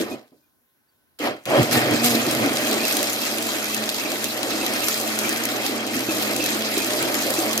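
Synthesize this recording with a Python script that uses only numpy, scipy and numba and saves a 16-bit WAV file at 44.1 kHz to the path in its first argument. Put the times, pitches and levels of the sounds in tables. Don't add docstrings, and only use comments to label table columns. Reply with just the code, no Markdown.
import sys
import numpy as np
from scipy import signal
from scipy.fft import rfft, irfft, next_fast_len
from scipy.io import wavfile
from scipy.ndimage import uniform_filter1d
from numba import njit

SR = 44100
rng = np.random.default_rng(int(sys.argv[2]) if len(sys.argv) > 2 else 0)


def store_wav(level_fs):
    pcm = np.round(np.clip(np.atleast_2d(level_fs), -1, 1) * 32767)
    wavfile.write(sys.argv[1], SR, pcm.T.astype(np.int16))


def boost_factor(decibels):
    exponent = np.asarray(decibels, float) / 20
    return 10 ** exponent


N = 335160
T = np.arange(N) / SR

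# [f/Hz, level/dB per Hz]
KITCHEN_SPECTRUM = [(18, -43.5), (30, -14), (103, -2.5), (199, -5), (245, 1), (473, -8.5), (1070, -10.5),
                    (1220, -12.5), (1500, -7.5), (2230, -14.5), (4650, -16.5), (7870, -20.5), (12600, -9.5),
                    (16000, -14.5)]
# [f/Hz, level/dB]
ROOM_TONES = [(1055, -87), (1346, -101.5), (1518, -87.5)]
# [t/s, rumble level/dB, froth level/dB, spray level/dB, wall drumming level/dB]
MOTOR_RUNS = [
    [(0.0, -20, -36, -33.5, -38), (0.076, -36.5, -43, -47.5, -35.5), (0.134, -30, -46, -44, -37),
     (0.176, -42, -50.5, -59.5, -43), (0.312, -69, -80, -76, -72), (0.33, -49, -77, -78, -56),
     (0.376, -61, -85, -71, -77), (0.5, -92, -86, -89, -95)],
    [(1.188, -54, -48, -45, -51), (1.208, -30, -34.5, -42, -37), (1.266, -28.5, -28, -36, -19.5),
     (1.342, -38.5, -41.5, -56.5, -38), (1.444, -59, -62, -66, -59), (1.45, -48, -58, -60, -53)],
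    [(1.46, -37, -39.5, -44, -41), (1.5, -27, -27.5, -37, -22), (1.56, -27.5, -24.5, -35, -14),
     (1.62, -23.5, -28.5, -31.5, -32), (1.68, -34, -34, -36, -30.5), (1.77, -26, -27.5, -34.5, -26.5),
     (2.0, -29.5, -31, -33, -32), (2.5, -31, -31, -32, -31), (2.94, -33, -32.5, -29.5, -31.5),
     (3.4, -38, -34, -31.5, -34), (4.2, -33, -34.5, -33.5, -35), (4.4, -36, -35, -34, -34),
     (4.55, -29.5, -33, -30.5, -35), (4.9, -36.5, -32, -30, -33.5), (5.4, -33, -32.5, -32.5, -34),
     (5.9, -31, -34.5, -37, -33.5), (6.5, -33, -32.5, -30.5, -33), (7.6, -32.5, -32, -31, -31)],
]
# [t/s, mains hum level/dB, table shake against rumble level/dB]
BASE_PRESSURE = [(0.0, -120, -25.5), (1.44, -120, -20.5), (1.46, -54, -16), (1.55, -39, -15.5),
                 (2.4, -39, -21), (2.6, -51.5, -32), (4.5, -51, -32), (6.0, -47.5, -33), (7.6, -48, -33)]
# [t/s, f/Hz]
SHAFT_SPEED = [(1.6, 225), (2.5, 223.2), (3.2, 213.6), (4.8, 212.8), (5.7, 218.5), (6.3, 212.3),
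               (7.6, 212.9)]
# [t/s, rise f/Hz, lift level/dB, climb t/s]
FREE_RUNS = [(1.77, 11.95, 16, .1), (2.06, 14.03, 14, 0.081), (2.17, 6.92, 14, .08),
             (2.42, 6.94, 12, 0.104), (2.85, 3.09, 5, 0.14), (3.45, 14, 6, .12), (3.82, 5.94, 6.5, .1),
             (5.05, 9.12, 6.5, 0.19), (5.22, 1.74, 7.5, 0.047), (5.45, 15.95, 9.5, .12),
             (5.75, 8.1, 3.5, 0.067), (5.97, 7.33, 7, 0.054), (6.64, 6.94, 6.5, .15), (6.95, 5, 1, .1),
             (7.18, 5, 5, 0.075), (7.56, 9, 10, .12)]
# [t/s, level/dB, f/Hz]
SQUEAK_HITS = [(0.119, -32, 2500), (0.4354, -68, 2440), (2.2984, -35, 2480), (2.4997, -30, 2420),
               (2.802, -26, 2448), (2.833, -24, 2670), (2.8983, -29, 2670), (3.2173, -29, 2620),
               (3.262, -26, 2730), (3.663, -26.5, 2500), (3.7312, -25.5, 2620), (3.9952, -26, 2616),
               (4.0546, -25.5, 2480), (4.259, -28, 2670), (4.567, -30, 2640), (4.5194, -31, 2600),
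               (4.6127, -24.5, 2620), (4.681, -31, 2620), (4.825, -26.5, 2670), (4.854, -34, 2620),
               (5.2436, -26, 2400), (6.0916, -26.5, 2560), (6.4037, -25, 2630), (6.4401, -23, 2580),
               (6.49, -30, 2480), (6.7698, -31, 2507), (6.8089, -26, 2476), (7.049, -36, 2710),
               (7.3779, -27, 2650)]
# [t/s, level/dB, f/Hz]
LOW_THUMPS = [(0.006, -10, 328), (0.319, -37, 269), (1.198, -19, 506), (1.476, -15, 546), (1.507, -12, 658),
              (1.916, -4, 236), (2.274, -6, 324), (2.509, -11, 276), (2.626, -12, 264),
              (2.838, -13.5, 625.5), (4.048, -15, 306), (4.63, -14.5, 320), (5.959, -9.5, 258.8),
              (6.086, -8, 318.3), (6.773, -15, 398), (6.833, -15, 331), (7.384, -6, 325)]
# [t/s, tick level/dB, knock against tick level/dB]
LOUD_CRACKS = [(1.1905, -37.5, -10), (1.4372, -44, -13), (1.455, -23.5, -6), (1.729, -11, -8),
               (2.045, -8, -12), (2.311, -11, -24), (2.649, -20, -15), (2.728, -13, -21), (2.851, -18, -15),
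               (2.878, -15, -12), (2.9683, -8.5, -10), (3.029, -10.5, -12), (3.131, -13, -18.5),
               (3.227, -24, -10), (3.427, -17.5, -9.5), (3.745, -11, -18), (3.891, -13, -6),
               (4.242, -11, -12), (4.4303, -15.5, -3.5), (4.736, -14.5, -14), (4.884, -7, -14),
               (5.012, -16, -16), (5.076, -18, -11.5), (5.189, -9.5, -16), (5.292, -10, -18.5),
               (5.327, -17.5, -4), (5.374, -16, -31), (5.453, -11, -13.5), (6.224, -14, -11),
               (6.363, -12.5, -9.5), (6.44, -12.5, -12), (6.779, -13.5, -12.5), (6.866, -16.5, -14),
               (7.026, -13, -15), (7.2217, -17, -14), (7.304, -11, -13), (7.339, -14, -11.5),
               (7.531, -12.5, -10), (7.577, -8.5, -11)]
# [f/Hz, level/dB per Hz]
TICK_SPECTRUM = [(3500, -11.5), (6000, 0.5), (12500, 0.0), (16500, -9.0)]
KNOCK_SPECTRUM = [(1200, -15), (2500, -5.0), (4500, -1.5), (7000, -21.5)]
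# [f/Hz, width f/Hz, lift level/dB]
WALL_MODES = [(320, 65, 4.5), (606, 8, 6), (742, 28, 6), (1160, 87, 0.5), (1812, 50, 5.5), (2620, 230, 2.5),
              (3260, 190, 3.5), (3980, 93, 4.5), (6190, 210, 5), (7230, 280, 4), (11310, 550, 3)]
# [f/Hz, level/dB per Hz]
SPRAY_SPECTRUM = [(2060, -20), (3500, -0.5), (3960, 0), (5370, 0.5), (5810, -5.5), (6280, -2.5),
                  (7820, -4.5), (8510, -3), (9380, -8.5), (11300, -6.5), (12300, -2.5), (15400, -9.5),
                  (16200, -62.5), (16500, -37)]
# [f/Hz, level/dB per Hz]
FROTH_SPECTRUM = [(470, -38), (800, 3), (987, -8.5), (1230, 0.5), (1650, 1), (1780, -0.5), (2050, 2.5),
                  (2520, 1), (2920, -3), (3230, -1.5), (3570, -12), (3950, -8.5), (4500, -7.5), (5850, -18),
                  (9900, -120)]
# [f/Hz, level/dB per Hz]
CHURN_SPECTRUM = [(82, -41), (140, -24.5), (190, -15), (212, -3.5), (249, -0.5), (319, -0.5), (361, -3.5),
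                  (465, -4), (621, -0.5), (891, -14.5), (1000, -12.5), (1300, -14), (2200, -120)]
# [f/Hz, level/dB per Hz]
TABLE_SPECTRUM = [(25, -14.5), (60, -33), (90, -6.5), (130, 4.5), (170, -2.5), (260, -45.5)]
# [t/s, lift level/dB, length t/s]
PULP_HEAVES = [(1.601, 9.5, 0.054), (1.773, 3.5, 0.04), (1.934, 9.5, .05), (2.046, 3.5, 0.029),
               (2.16, 3.5, 0.11), (2.268, 4.5, .04), (2.44, 11.5, 0.095), (2.734, 6, 0.17),
               (3.244, 7, 0.052), (3.797, -2, .05), (4.252, 5, 0.049), (5.27, 3.5, 0.12), (5.564, 2, 0.058),
               (6.011, 7.5, 0.046), (6.085, -1, .04), (6.441, 1.5, 0.034), (6.78, 6, 0.041),
               (7.041, 9.5, 0.11), (7.403, -4, 0.043)]
# [t/s, lift level/dB, fall t/s]
WALL_SPLASHES = [(1.731, 10.5, 0.073), (1.94, 2.5, 0.042), (2.05, 12, 0.046), (2.12, 5.5, 0.083),
                 (2.31, 3, .05), (2.51, -1.5, 0.047), (2.95, 1.5, 0.094), (3.27, 1.5, .04),
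                 (3.49, 1.5, .08), (4.24, 2, 0.11), (4.88, 1.5, 0.053), (5.2, 2.5, 0.052), (5.31, 1, 0.038),
                 (5.5, 4, 0.029), (5.66, 4.5, 0.06), (5.95, 4, 0.048), (6.12, 3.5, 0.071), (6.22, 2, 0.056),
                 (6.43, 0.5, 0.042), (6.83, 1, 0.042), (7.39, 2.5, 0.055)]
LAYER_SWAY = (1.27, 2, 0.67, 0.5, 4.5, 0.87)

RIGHT_LAG = 8
LOW_LEFT_DB = -2.0
LOW_BALANCE = boost_factor(np.array([[LOW_LEFT_DB / 2], [-LOW_LEFT_DB / 2]]))
DIRECT_CHURN, DIRECT_FROTH, DIRECT_SPRAY = 0.83, 0.35, 0.19
KITCHEN_AIR_DB = -66
TICK_DB, TICK_HZ, TICK_DECAY_S, TICK_AT_S = -67, 4600, 0.015, 0.885
HUM_HZ = 120
SHAFT_DB, SHAFT_ON_S = -42, 1.6
CAUGHT_S = 0.05
SQUEAK_S = 0.048
CRACK_DECAY_S = 0.004
SMALL_CRACK_DB, SMALL_SPREAD_DB, SMALL_KNOCK_DB = -21, 3, -11
SMALL_FROM_S, SMALL_UNTIL_S = 1.9, 7.55
SPLASH_RISE_S = 0.019
FROTH_HEAVE, FROTH_SPLASH = 0.22, 0.38
DRUM_HEAVE = 0.27
SPLASH_BRIGHT, SPLIT_HZ = 0.27, 8000
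MIC_LOW_HZ, MIC_HIGH_HZ = 45, 16100


def unit(x):
    return x / np.sqrt(np.mean(x ** 2))


def colour(x, points):
    hz, db = np.transpose(points)
    size = next_fast_len(N)
    f = np.maximum(np.fft.rfftfreq(size, 1 / SR), 1)
    gain = boost_factor(np.interp(np.log(f), np.log(hz), db))
    return irfft(rfft(x, size) * gain, size)[..., :N]


def walk(rate):
    k = max(int(SR / rate), 1)
    held = np.repeat(rng.standard_normal(N // k + 1), k)
    return unit(uniform_filter1d(uniform_filter1d(held, k), k)[:N])


def pair(x):
    return np.array([x, np.roll(x, RIGHT_LAG)])


def ports(envelope, points, direct):
    near, left, right = colour(envelope * rng.standard_normal((3, N)), points)
    return np.sqrt(direct) * pair(near) + np.sqrt(1 - direct) * np.array([left, right])


def grains(rate, spread_db, tail_s):
    struck = rng.random(N) < rate / SR
    hits = struck * boost_factor(spread_db * np.minimum(rng.exponential(size=N), 5))
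    return unit(signal.lfilter([1], [1, -np.exp(-1 / (tail_s * SR))], hits))


def add(track, s, burst):
    i = int(s * SR)
    track[i:i + len(burst)] += burst[:N - i]


def curve(rows, column):
    rows = np.array(rows)
    return np.interp(T, rows[:, 0], rows[:, column], left=-200, right=-200)


def swell(s, rise, fall):
    return np.exp(-((T - s) / np.where(T < s, rise, fall)) ** 2)


def patchy(x, patchy_db, width_hz, hold_s):
    _, _, z = signal.stft(x, nperseg=256)
    size = (max(int(width_hz * 256 / SR), 1), max(int(hold_s * SR / 128), 1))
    field = rng.standard_normal(z.shape[-2:])
    for axis in (0, 1):
        for _ in range(2):
            field = uniform_filter1d(field, size[axis], axis=axis)
    return signal.istft(z * boost_factor(patchy_db * unit(field)), nperseg=256)[1][..., :N]


def jar(x):
    f = np.fft.rfftfreq(N, 1 / SR)
    lift_db = sum(db / (1 + (2 * (f - hz) / width) ** 2) for hz, width, db in WALL_MODES)
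    return irfft(rfft(x) * boost_factor(lift_db), N)


@njit
def ring(start, hz, cycles, size, length):
    out = np.zeros(length)
    for k in range(len(start)):
        z, p = size[k] + 0j, np.exp((2j * np.pi - 1 / cycles) * hz[k] / SR)
        for i in range(start[k], min(start[k] + int(5 * cycles * SR / hz[k]), length)):
            out[i] += z.imag
            z *= p
    return out


def bubbles(low_hz, high_hz, cycles, count):
    when, pitch, size = rng.random((count, 3)).T
    hz = low_hz * (high_hz / low_hz) ** pitch
    loudness = boost_factor(-2.5 * np.log(size + 0.009))
    return unit(ring((when * N).astype(np.int64), hz, cycles, loudness, N))


def racing():
    return sum(np.array([[hz], [db]]) * swell(s, climb, CAUGHT_S) for s, hz, db, climb in FREE_RUNS)


def turning(race):
    s, hz = np.transpose(SHAFT_SPEED)
    speed = (np.interp(T, s, hz) + race) * (1 + 0.0057 * walk(25))
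    return 2 * np.pi * np.cumsum(speed) / SR


def levels():
    low, mid, high, wall = (np.max([curve(rows, column=k) for rows in MOTOR_RUNS], axis=0)
                            for k in (1, 2, 3, 4))
    heave = sum(db * swell(s, length / 2, length / 2) for s, db, length in PULP_HEAVES)
    splash = sum(db * swell(s, SPLASH_RISE_S, fall) for s, db, fall in WALL_SPLASHES)
    steady = [low + heave,
              wall + DRUM_HEAVE * heave,
              mid + FROTH_HEAVE * heave + FROTH_SPLASH * splash,
              high + splash,
              low + heave + curve(BASE_PRESSURE, column=2),
              SPLASH_BRIGHT * splash]
    swaying = T > 2.5
    return [boost_factor(db + sway_db * swaying * walk(14)) for db, sway_db in zip(steady, LAYER_SWAY)]


def kitchen():
    air = unit(patchy(ports(1, KITCHEN_SPECTRUM, 0.4), 1.7, 1200.0, 0.08)) * boost_factor(KITCHEN_AIR_DB)
    tones = sum(boost_factor(db + 4 + 2.5 * walk(25)) * np.sin(2 * np.pi * hz * T) for hz, db in ROOM_TONES)
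    t = T[:SR // 10]
    tick = boost_factor(TICK_DB) * np.exp(-t / TICK_DECAY_S) * np.sin(2 * np.pi * TICK_HZ * t)
    add(tones, TICK_AT_S, tick * (1 + 0.4 * walk(300)[:len(t)]))
    return air + tones


def motor(phase, lift_db):
    turn = np.sin(phase) + boost_factor(-7.5) * np.sin(2 * phase) + boost_factor(-8.5) * np.sin(3 * phase)
    shaft = turn * (T > SHAFT_ON_S) * boost_factor(SHAFT_DB + lift_db + 2.0 * walk(12))
    hum = np.sin(2 * np.pi * HUM_HZ * T) * boost_factor(curve(BASE_PRESSURE, column=1) + 0.76 * walk(11.0))
    return np.sqrt(2) * pair(shaft + hum) * LOW_BALANCE


def squeaks():
    pulling = np.interp(T, [1.0, 1.5], [0.1, 1])
    out = np.zeros(N)
    warble = np.cumsum(90 * pulling * walk(600)) / SR
    t = T[:int(SQUEAK_S * SR)]
    shape = np.sin(np.pi * np.sqrt(t / SQUEAK_S))
    for s, db, hz in SQUEAK_HITS:
        i = int(s * SR)
        tone = np.sin(2 * np.pi * (hz * t + warble[i:i + len(t)]))
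        add(out, s - 0.008, boost_factor(db - 6.0) * shape * tone)
    flutter = np.array([0.31 * walk(200), 0.94 * walk(200)])
    return out * (1 + pulling * flutter)


def thumps():
    out, t = np.zeros(N), T[:SR // 10]
    shape = np.minimum(t / 0.0016, 1) * np.exp(-t / 0.016)
    for s, db, hz in LOW_THUMPS:
        add(out, s, boost_factor(db - 7.0) * shape * np.sin(2 * np.pi * hz * t))
    return pair(out)


def cracks():
    tick, knock, t = np.zeros(N), np.zeros(N), T[:SR // 10]
    small = [(SMALL_FROM_S + when * (SMALL_UNTIL_S - SMALL_FROM_S),
              SMALL_CRACK_DB + 2 * SMALL_SPREAD_DB * (size - 0.5),
              SMALL_KNOCK_DB) for when, size in rng.random((20, 2))]
    decay = np.exp(-t / CRACK_DECAY_S) + 1.1 * np.exp(-t / 0.00047)
    shape = np.minimum(t / 0.00046, 1) * decay
    for s, db, knock_db in LOUD_CRACKS + small:
        add(tick, s, boost_factor(db) * shape)
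        add(knock, s, boost_factor(db + knock_db) * shape)
    bright = ports(tick, TICK_SPECTRUM, 0.31) * boost_factor(-4.0)
    dull = ports(knock, KNOCK_SPECTRUM, 0.52) * boost_factor(10.5)
    return jar(bright + dull)


def spray(spatter):
    push = boost_factor(0.3 * walk(18)) + 0.44 * spatter
    hiss = unit(patchy(jar(ports(push, SPRAY_SPECTRUM, DIRECT_SPRAY)), 1.85, 1500.0, 0.02))
    fizz = pair(bubbles(3987.0, 13000.0, 11.0, count=2000))
    return (hiss + boost_factor(-13.0) * fizz) * boost_factor(3.0)


def brighten(x, top):
    lower = signal.sosfiltfilt(signal.butter(2, SPLIT_HZ, fs=SR, output="sos"), x)
    return lower + (x - lower) * top


def froth(spatter):
    push = boost_factor(0.65 * walk(12)) + 0.1 * spatter
    hiss = unit(patchy(jar(ports(push, FROTH_SPECTRUM, DIRECT_FROTH)), 2.1, 400.0, 0.015))
    pops = pair(bubbles(897.0, 4495.0, 8.8, count=1500))
    return (hiss + boost_factor(-11.0) * pops) * boost_factor(3.0)


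def churn(phase, low, wall, table):
    push = boost_factor(0.95 * walk(20)) * (1 + 0.25 * np.cos(phase)) + 0.049 * grains(60, 2.7, 0.0025)
    drum = unit(jar(ports(push, CHURN_SPECTRUM, DIRECT_CHURN)))
    drum = drum + boost_factor(-12.5) * pair(bubbles(235.7, 800.0, 6.3, count=500))
    housing = signal.sosfiltfilt(signal.butter(3, 450, fs=SR, output="sos"), drum)
    sound = unit(housing) * low * boost_factor(-0.13) + unit(drum - housing) * wall
    shake = unit(ports(boost_factor(2.5 * walk(17)), TABLE_SPECTRUM, 0.91)) * table * boost_factor(7.5)
    return (sound * boost_factor(-0.5) + shake) * LOW_BALANCE


def scene():
    race, lift_db = racing()
    low, wall, mid, high, table, top = levels()
    phase = turning(race)
    spatter = grains(250, 4.6, 0.0014)
    blender = motor(phase, lift_db) + brighten(spray(spatter), top) * high
    blender = blender + froth(spatter) * mid + churn(phase, low, wall, table)
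    return kitchen() + squeaks() + thumps() + cracks() + blender


def roll_off(x):
    return signal.sosfilt(signal.butter(12, 16650, fs=SR, output="sos"), x)


def record(dry):
    heard = signal.sosfilt(signal.butter(2, MIC_LOW_HZ, "high", fs=SR, output="sos"), dry)
    heard = signal.sosfilt(signal.ellip(6, 0.3, 50, MIC_HIGH_HZ, fs=SR, output="sos"), heard)
    mix = np.clip(heard, -1, 1)
    return roll_off(mix)


dry = scene()
out = record(dry)
store_wav(out)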